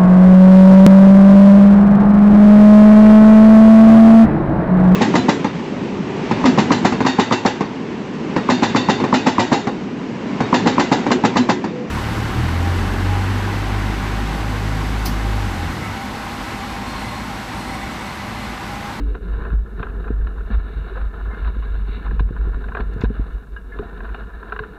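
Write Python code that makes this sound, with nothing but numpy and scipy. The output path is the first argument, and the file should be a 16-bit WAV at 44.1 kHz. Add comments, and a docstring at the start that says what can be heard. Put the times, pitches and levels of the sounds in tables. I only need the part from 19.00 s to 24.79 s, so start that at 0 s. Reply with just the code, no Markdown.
"""A mountain bike rides fast down a wet forest trail, heard from a camera in a sealed housing fixed to it.
From the start, tyres and wind rumble, the camera mount shudders near 50 Hz and a low hum dies away.
Bumps thump, the chain slaps the frame, and grit and spray swell in puddles and fade over crests.
After two seconds a brake disc rings now and then. The hardest hits come near three and four seconds,
and the camera turns them down. Then the shudder eases, and a last few slaps end the ride."""
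import sys
import numpy as np
from scipy import signal
from scipy.fft import rfft, irfft, next_fast_len
from scipy.io import wavfile
from scipy.ndimage import uniform_filter1d, minimum_filter1d, map_coordinates

SR = 44100
rng = np.random.default_rng(int(sys.argv[2]) if len(sys.argv) > 2 else 0)


def master_out(mix):
    """Clip the mix to full scale and print it as 16-bit PCM to the path in sys.argv[1]."""
    frames = np.transpose(np.atleast_2d(mix))
    ceiling = np.clip(frames, -1, 1)
    pcm = np.round(ceiling * 32767).astype(np.int16)
    wavfile.write(sys.argv[1], SR, pcm)


N = 255308

# Levels in the tables are relative. A fade time (t60) is how long a sound takes to drop by 60 dB.
# The headwind. Each row: time in seconds, level in dB.
HEADWIND = [(0, -39), (0.95, -36), (1.35, -39.5), (2.1, -44.5), (3.1, -32), (3.7, -43), (4.05, -32),
            (4.45, -45), (5.35, -50), (5.79, -46)]
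# The trail under the bike. Each row: time in seconds, then shudder, rumble, grit and spray in dB.
TRAIL = [(0, -25, -35, -47.5, -56), (0.9, -24.5, -35, -42.5, -61), (1.35, -27.5, -38, -45, -61.5),
         (1.8, -27.5, -39, -44, -54), (2.8, -26.5, -39, -43.5, -54.5), (3.4, -30, -36.5, -43, -58.5),
         (4.2, -30, -38, -46, -59.5), (4.5, -30, -40, -45.5, -59), (4.9, -31, -39, -42.5, -59),
         (5.79, -38, -40, -44, -59.5)]
# Crests where the tyres go light. Each row: middle and length in seconds, drop in dB.
CRESTS = [(0.202, 0.041, 8.5), (0.674, 0.13, 6.5), (1.218, 0.11, -0.5), (2.106, 0.057, 8.5), (3.26, .09, 2),
          (4.464, 0.12, 9), (4.632, 0.11, 9), (5.301, 0.073, 5)]
# Mud and water. Each row: middle and length in seconds, then change in grit and in spray in dB.
PUDDLES = [(0.433, 0.25, 5.5, 2), (0.816, 0.097, 1.5, 4), (1.1, 0.061, 5.5, 5.5), (1.536, 0.062, 10, 11),
           (2.005, 0.18, 5.5, -0.5), (2.18, 0.11, 3.5, -2), (2.313, 0.076, 5, -7.5), (2.459, 0.051, 8.5, 6),
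           (2.944, 0.078, -2.5, 9.5), (3.059, 0.042, 6.5, 5), (3.78, 0.087, 7.5, 2.5),
           (4.03, 0.038, 14, 13), (4.185, 0.11, 6.5, 5.5), (4.81, .08, 3, 1), (5.07, 0.045, 3, -1),
           (5.172, .08, 0.5, 3), (5.351, 0.052, 6.5, 4), (5.557, 0.068, 3.5, 2.5)]
# Drops and mud striking the housing. Each row: start in seconds, level in dB, fade time in seconds.
SPLASHES = [(3.194, -43, 0.037), (3.936, -47.5, 0.019), (4.01, -38.5, 0.036), (4.023, -45, 0.11),
            (4.038, -30.5, 0.0062), (4.044, -41, 0.019), (4.331, -54, .012)]
# The brake disc. Each row: start in seconds, level in dB, pitch in Hz, fade time in seconds.
DISC_RINGS = [(2.31, -42.5, 2110, .29), (2.66, -36.5, 1638, 0.19), (4.33, -58, 2880, .25),
              (4.564, -28, 1636, 0.099), (4.566, -45, 2860, 0.082), (4.72, -33.5, 1710, .22),
              (4.722, -46, 2100, .14), (5.15, -51, 2860, 0.37), (5.335, -35, 1700, 0.092)]
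# Chain and stones hitting the frame. Each row: time in seconds, level in dB, brightness in dB.
FRAME_HITS = [(0.1496, -23, -30), (0.4504, -26, -37), (0.5032, -26, -31), (0.829, -15.5, -30),
              (0.8679, -24.5, -39), (1.0788, -28, -31), (1.105, -27.5, -34), (1.2703, -21.5, -22.5),
              (2.14, -30, -41), (2.4474, -25, -32), (3.1107, -21, -39), (3.1951, -10, -24),
              (3.2003, -25, -13.5), (3.3645, -24, -51), (3.6396, -24.5, -23), (3.6845, -26, -38),
              (3.7193, -22, -45), (3.7499, -14.5, -34), (3.7696, -14.5, -33), (3.8053, -20, -16),
              (4.0148, -21.5, -16), (4.0422, -11, -22), (4.051, -17, -23), (4.5625, -31.5, -25),
              (4.788, -21, -22), (5.0045, -23, -45), (5.1446, -23, -15.5), (5.4286, -25, -43),
              (5.5229, -13, -32), (5.5624, -17, -30), (5.5912, -12, -23), (5.6358, -21.5, -40)]
# Bumps in the trail. Each row: start in seconds, level in dB, pitch in Hz, fade time in seconds.
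BUMPS = [(.531, -13.5, 160, 0.049), (0.8, -19, 135, .06), (.938, -29, 226, 0.031), (1.104, -8, 235, 0.03),
         (1.503, -20.5, 212.7, 0.17), (1.915, -25.5, 387, 0.099), (1.967, -29, 519, 0.13),
         (2.331, -25, 223, 0.082), (2.564, -21, 190, 0.025), (2.888, -23, 200, 0.031),
         (2.972, -22.5, 223, 0.029), (3.117, -18, 310, 0.011), (3.205, -5, 145, 0.032),
         (3.307, -9, 230, 0.011), (3.469, -18, 170, 0.048), (3.572, -22, 230, 0.024),
         (3.8, -15.5, 214, .058), (3.963, -13, 198, 0.021), (4.003, -19.5, 130, 0.06),
         (4.037, 3, 221, .014), (4.102, -11.5, 216, 0.035), (4.195, -11, 178, 0.021),
         (4.794, -15.5, 410, 0.076), (4.826, -26.5, 700, 0.088), (5.601, -25.5, 429, 0.26),
         (5.603, -28, 130, 0.07)]
# Rough ground that shakes the mount. Each row: start and length in seconds, level in dB.
ROUGH_STRETCHES = [(0.01, 0.088, -20.5), (0.29, 0.1, -36), (0.505, .08, -11.5), (1.106, 0.095, -16),
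                   (1.177, .06, -12.5), (1.51, 0.073, -10.5), (1.751, 0.051, -21.5), (1.986, 0.079, -20),
                   (2.441, 0.035, -14), (2.54, 0.076, -23), (2.718, 0.18, -27), (3.045, 0.11, -19),
                   (3.173, 0.073, -10.5), (3.342, 0.21, -16.5), (3.794, 0.025, -17.5), (4.033, 0.021, -9.5),
                   (4.175, 0.05, -17.5)]
# How the frame and the thin housing walls ring. Each row: pitch in Hz, width in Hz, level in dB.
FRAME_MODES = [(420, 29, 4), (738, 48, -1), (796, 37, -4), (1019, 106, 5), (1348, 250, 3), (1613, 166, 5),
               (2490, 167, -9), (2490, 210, -5.5)]
WALL_MODES = [(2043, 67, 0.5), (2253, 132, 1.5), (2723, 96, 1.5), (2893, 60, 2), (3596, 180, -2),
              (3860, 78, 2.5), (4080, 74, -4), (4345, 160, -10)]
# The tone of each noise, from bass to treble. Each row: frequency in Hz, level in dB.
HISS_TONE = [(100, -3), (4500, 1), (6500, 1), (8500, 0.5), (14500, -0.5), (15700, -7.5)]
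WIND_TONE = [(15, -23.5), (32, -11), (60, 8), (85, -3), (130, -6.5), (190, -2), (260, -17), (400, -36),
             (1000, -70)]
RUMBLE_TONE = [(30, -4), (90, -5), (140, -8.5), (220, 2), (290, -4.5), (340, -3.5), (410, 2), (480, -1.5),
               (560, -19), (700, -31.5), (1500, -52)]
GRIT_TONE = [(300, -23), (610, -6.5), (685, 0), (750, -9.5), (815, -2), (875, -11), (1010, -0.5),
             (1170, -6.5), (1410, 2.5), (1560, -2.5), (1730, -0.5), (1830, -6.5), (1940, -27.5),
             (4500, -53)]
SWAY_TONE = [(8, -24), (20, -3.5), (35, 0), (55, 1), (78, -6), (110, -20), (250, -35.5), (800, -85.5)]

CREST_SHARE = 0.8  # over a crest, rumble and shudder drop less than the grit


def amp(db):
    """Turn decibels into a volume factor."""
    return 10 ** (np.asarray(db) / 20)


def unit(x):
    """Scale a sound to an average (rms) level of 1."""
    return x / np.sqrt(np.mean(x ** 2) + 1e-20)


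def peaked(x):
    """Scale a sound so its highest peak is 1."""
    return x / np.max(np.abs(x))


def curves(rows):
    """Join a table's rows with straight lines: one curve for each column after the time."""
    times, *columns = np.transpose(rows)
    return [np.interp(np.arange(N) / SR, times, column) for column in columns]


def wobble(rate):
    """A smooth curve through `rate` random values a second."""
    return map_coordinates(rng.standard_normal(int(N * rate / SR) + 4), [np.arange(N) * rate / SR])


def swell(middle, length):
    """A smooth hill of height 1, `length` seconds wide at half height."""
    return .5 ** ((2 * (np.arange(N) / SR - middle) / length) ** 2)


def coloured(x, tone):
    """Shape a sound's bass and treble to follow (Hz, dB) points."""
    size = 2 * next_fast_len(len(x) // 2 + 4096)
    hz, db = np.transpose(tone)
    gain_db = np.interp(np.log(np.fft.rfftfreq(size, 1 / SR) + 1), np.log(hz), db)
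    cepstrum = irfft(np.log(amp(gain_db)))
    # fold the filter so that it rings only after a hit, never before
    cepstrum[1:size // 2] *= 2
    cepstrum[size // 2 + 1:] = 0
    return irfft(rfft(x, size) * np.exp(rfft(cepstrum)))[:len(x)]


def resonate(x, modes):
    """Let a sound ring an object at its natural pitches."""
    size = next_fast_len(len(x) + 4096)
    f = np.fft.rfftfreq(size, 1 / SR)
    body = sum((-1) ** k * amp(db) * 1j * f * width / (hz * hz - f * f + 1j * f * width)
               for k, (hz, width, db) in enumerate(modes))
    return irfft(rfft(x, size) * body, size)[:len(x)]


def lowpass(x, hz, order):
    """Muffle everything above hz; a higher order cuts more steeply."""
    return signal.sosfilt(signal.butter(order, hz, fs=SR, output="sos"), x)


def add(track, start, sound):
    """Mix a sound in at `start` seconds."""
    first = max(0, round(start * SR))
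    track[first:first + len(sound)] += sound[:max(0, N - first)]


def grains(rate, spread_db):
    """Tiny random impacts of uneven size, about `rate` a second."""
    size = amp(spread_db * np.clip(rng.standard_normal(N), -2, 2)) * rng.choice([-1, 1], N)
    return unit(size * (rng.random(N) < rate / SR))


def wind(gust_db=4):
    """The headwind buffets the housing in quick, dull gusts."""
    wind_db, = curves(HEADWIND)
    return amp(wind_db + gust_db * wobble(22)) * unit(coloured(rng.standard_normal(N), WIND_TONE))


def hum(hz, db, t60):
    """A low, wavering hum dies away at the start of the ride."""
    t = np.arange(N) / SR
    return amp(db - 60 * t / t60 + 2 * wobble(30)) * np.sin(2 * np.pi * hz * t)


def splashes():
    """Splashes tick directly on the housing, so they keep their treble."""
    out, t = np.zeros(N), np.arange(SR // 30) / SR
    tone = [(1500, -12.5), (4000, 11), (7000, -1), (9000, -12.5), (12000, -11), (15000, -15)]
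    for start, db, t60 in SPLASHES:
        tick = rng.standard_normal(len(t)) * amp(-60 * t / t60)
        add(out, start, amp(db) * peaked(coloured(tick, tone)))
    return out


def brake_disc():
    """The disc brushes its pads and gives short, slightly rough rings."""
    out, t = np.zeros(N), np.arange(SR // 3) / SR
    for start, db, hz, t60 in DISC_RINGS:
        roughness = 0.012 * np.cumsum(rng.standard_normal(len(t)))
        level = amp(db - 60 * t / t60) * (1 - np.exp(-t / 0.001))
        add(out, start, level * np.sin(2 * np.pi * hz * t + roughness))
    return out


def crest_drop():
    """How many dB quieter the grit gets as the tyres go light over crests."""
    return sum(db * swell(middle, length) for middle, length, db in CRESTS)


def tyre_levels():
    """Rumble, grit and spray in dB: crests lower all three, and puddles mostly raise the last two."""
    _, rumble_db, grit_db, spray_db = curves(TRAIL)
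    drop_db = crest_drop()
    for middle, length, mud_db, water_db in PUDDLES:
        depth = swell(middle, length)
        grit_db += mud_db * depth
        spray_db += water_db * depth
    return rumble_db - CREST_SHARE * drop_db, grit_db - drop_db, spray_db - drop_db


def tyres():
    """Rubber knobs drum on the ground, crush wet grit, pop mud and throw spray at the housing."""
    rumble_db, grit_db, spray_db = tyre_levels()
    ground = wobble(45)  # uneven ground moves all three levels at once
    knobs = grains(rate=500, spread_db=2)
    rumble = unit(coloured(knobs, RUMBLE_TONE))
    crunch = grains(rate=900, spread_db=2.5) + 0.78 * rng.standard_normal(N)
    grit = unit(coloured(crunch, GRIT_TONE))
    bursts = lowpass(np.abs(grains(rate=45, spread_db=1.5)), hz=127, order=2)  # a few milliseconds each
    mud_pops = unit(resonate(bursts * rng.standard_normal(N), FRAME_MODES))
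    spray = unit(resonate(grains(rate=2200, spread_db=3.5), WALL_MODES))
    return (amp(rumble_db - 3 + 1.4 * ground) * rumble
            + amp(grit_db - 1.5 + 2.26 * ground) * (grit + amp(-7) * mud_pops)
            + amp(spray_db - 0.54 + 1.6 * ground) * spray)


def stones(per_second=7, spread_db=2.5, bright_db=-29):
    """Small stones flick up at random, harder where the grit is loud. Gives rows like FRAME_HITS."""
    grit_db = tyre_levels()[1]
    hit_samples = np.flatnonzero(rng.random(N) < per_second / SR)
    level_db = grit_db + 11.5 + spread_db * rng.standard_normal(N)
    return [(i / SR, level_db[i], bright_db) for i in hit_samples]


def frame_slaps():
    """Chain links and stones hit the frame and make it ring; bright hits also ring the housing."""
    out, t = np.zeros(N), np.arange(SR // 16) / SR
    lead_s = 0.0028  # the first links touch ahead of the main blow
    rise = amp(-18 * np.maximum(1 - t / lead_s, 0))
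    since_blow = np.maximum(t - lead_s, 0)
    for time, db, bright_db in FRAME_HITS + stones():
        t60 = 0.018 * amp(-.35 * (db + 8))  # soft slaps drag on longer than hard ones
        fade = amp(-60 * since_blow / t60) + amp(-25 - 60 * since_blow / 0.086)
        on_frame, on_walls = rise * fade * rng.standard_normal((2, len(t)))
        clack = peaked(lowpass(resonate(on_frame, FRAME_MODES), hz=2870, order=6))
        click = peaked(resonate(on_walls, WALL_MODES))
        add(out, time - .003, amp(db - 1.35) * (clack + amp(bright_db + 7) * click))
    return out


def thump(t, hz, rise_s, t60):
    """A low note that starts quickly and dies away."""
    return -np.sin(2 * np.pi * hz * t) * (1 - np.exp(-t / rise_s)) * amp(-60 * t / t60)


def bumps():
    """Each bump jolts the frame, with a dull judder and the low thud of the frame flexing."""
    out, t = np.zeros(N), np.arange(SR // 6) / SR
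    thud = peaked(thump(t, hz=104, rise_s=0.0024, t60=0.072))
    for start, db, hz, t60 in BUMPS:
        jolt = peaked(lowpass(thump(t, hz, rise_s=0.00039, t60=t60), hz=543, order=4))
        shaking = rng.standard_normal(len(t)) * amp(-60 * t / (1.5 * t60))
        judder = peaked(coloured(shaking, RUMBLE_TONE))
        thud_db = -7 - 12.5 * max(np.log2(hz / 200), 0)  # bumps above 200 Hz are lighter and thud less
        add(out, start - .0005, amp(db - 3.5) * (jolt + amp(-5.5) * judder + amp(thud_db) * thud))
    return out


def shudder(start, length, rise_s=0.02, t60=0.23):
    """The mount's shaking builds up, holds while the ground is rough and then dies away."""
    t = np.arange(N) / SR - start
    return np.clip(t / rise_s, 0, 1) * amp(-60 * np.maximum(t - length, 0) / t60)


def camera_mount(hz=49.9, drift_hz=1.98, swing_db=4):
    """The camera rocks on its mount at one low, wandering pitch, over a noisy sway."""
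    trail_db = curves(TRAIL)[0] - CREST_SHARE * crest_drop() + swing_db * wobble(17)
    rough_power = sum((amp(db) * shudder(start, length)) ** 2 for start, length, db in ROUGH_STRETCHES)
    level = np.sqrt(amp(trail_db) ** 2 + rough_power)
    pitch_hz = hz + drift_hz * wobble(27)
    rocking = np.sqrt(2) * np.sin(2 * np.pi * np.cumsum(pitch_hz) / SR)
    sway = unit(coloured(rng.standard_normal(N), SWAY_TONE))
    return level * (amp(-0.53) * rocking + amp(-7) * sway)


def scene():
    """The sealed housing shuts out the treble of everything that comes through it."""
    bike = camera_mount() + wind() + tyres() + frame_slaps() + bumps() + brake_disc()
    bike += hum(hz=285.4, db=-25, t60=0.44)
    return (lowpass(bike, hz=4600, order=10) + splashes())[None]


def gain_control(x, threshold_db, strength, release_s):
    """The volume is turned down at once when the sound is loud, then creeps back."""
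    peaks = -minimum_filter1d(-np.abs(x), size=SR // 50)
    keep = np.exp(-1 / (release_s * SR))
    quick = uniform_filter1d(peaks, size=SR // 100)
    slow = signal.lfilter([1 - keep], [1, -keep], peaks)
    excess = np.maximum(quick, slow) / amp(threshold_db)
    return x * np.maximum(excess, 1) ** -strength


def record(dry, top_hz=15750):
    """The camera adds hiss and a faint whine, turns loud moments down and cuts the highest treble."""
    hiss = amp(-70) * unit(coloured(rng.standard_normal(N), HISS_TONE))
    whine = amp(-89.5) * unit(resonate(rng.standard_normal(N), [(9483, 12, 0.013), (9556, 8, 0.011)]))
    levelled = gain_control(dry[0] + hiss + whine, threshold_db=-15.5, strength=0.4, release_s=0.075)
    in_range = np.fft.rfftfreq(N, 1 / SR) < top_hz
    return irfft(rfft(levelled) * in_range, N)[None]


dry = scene()
out = record(dry)
master_out(out)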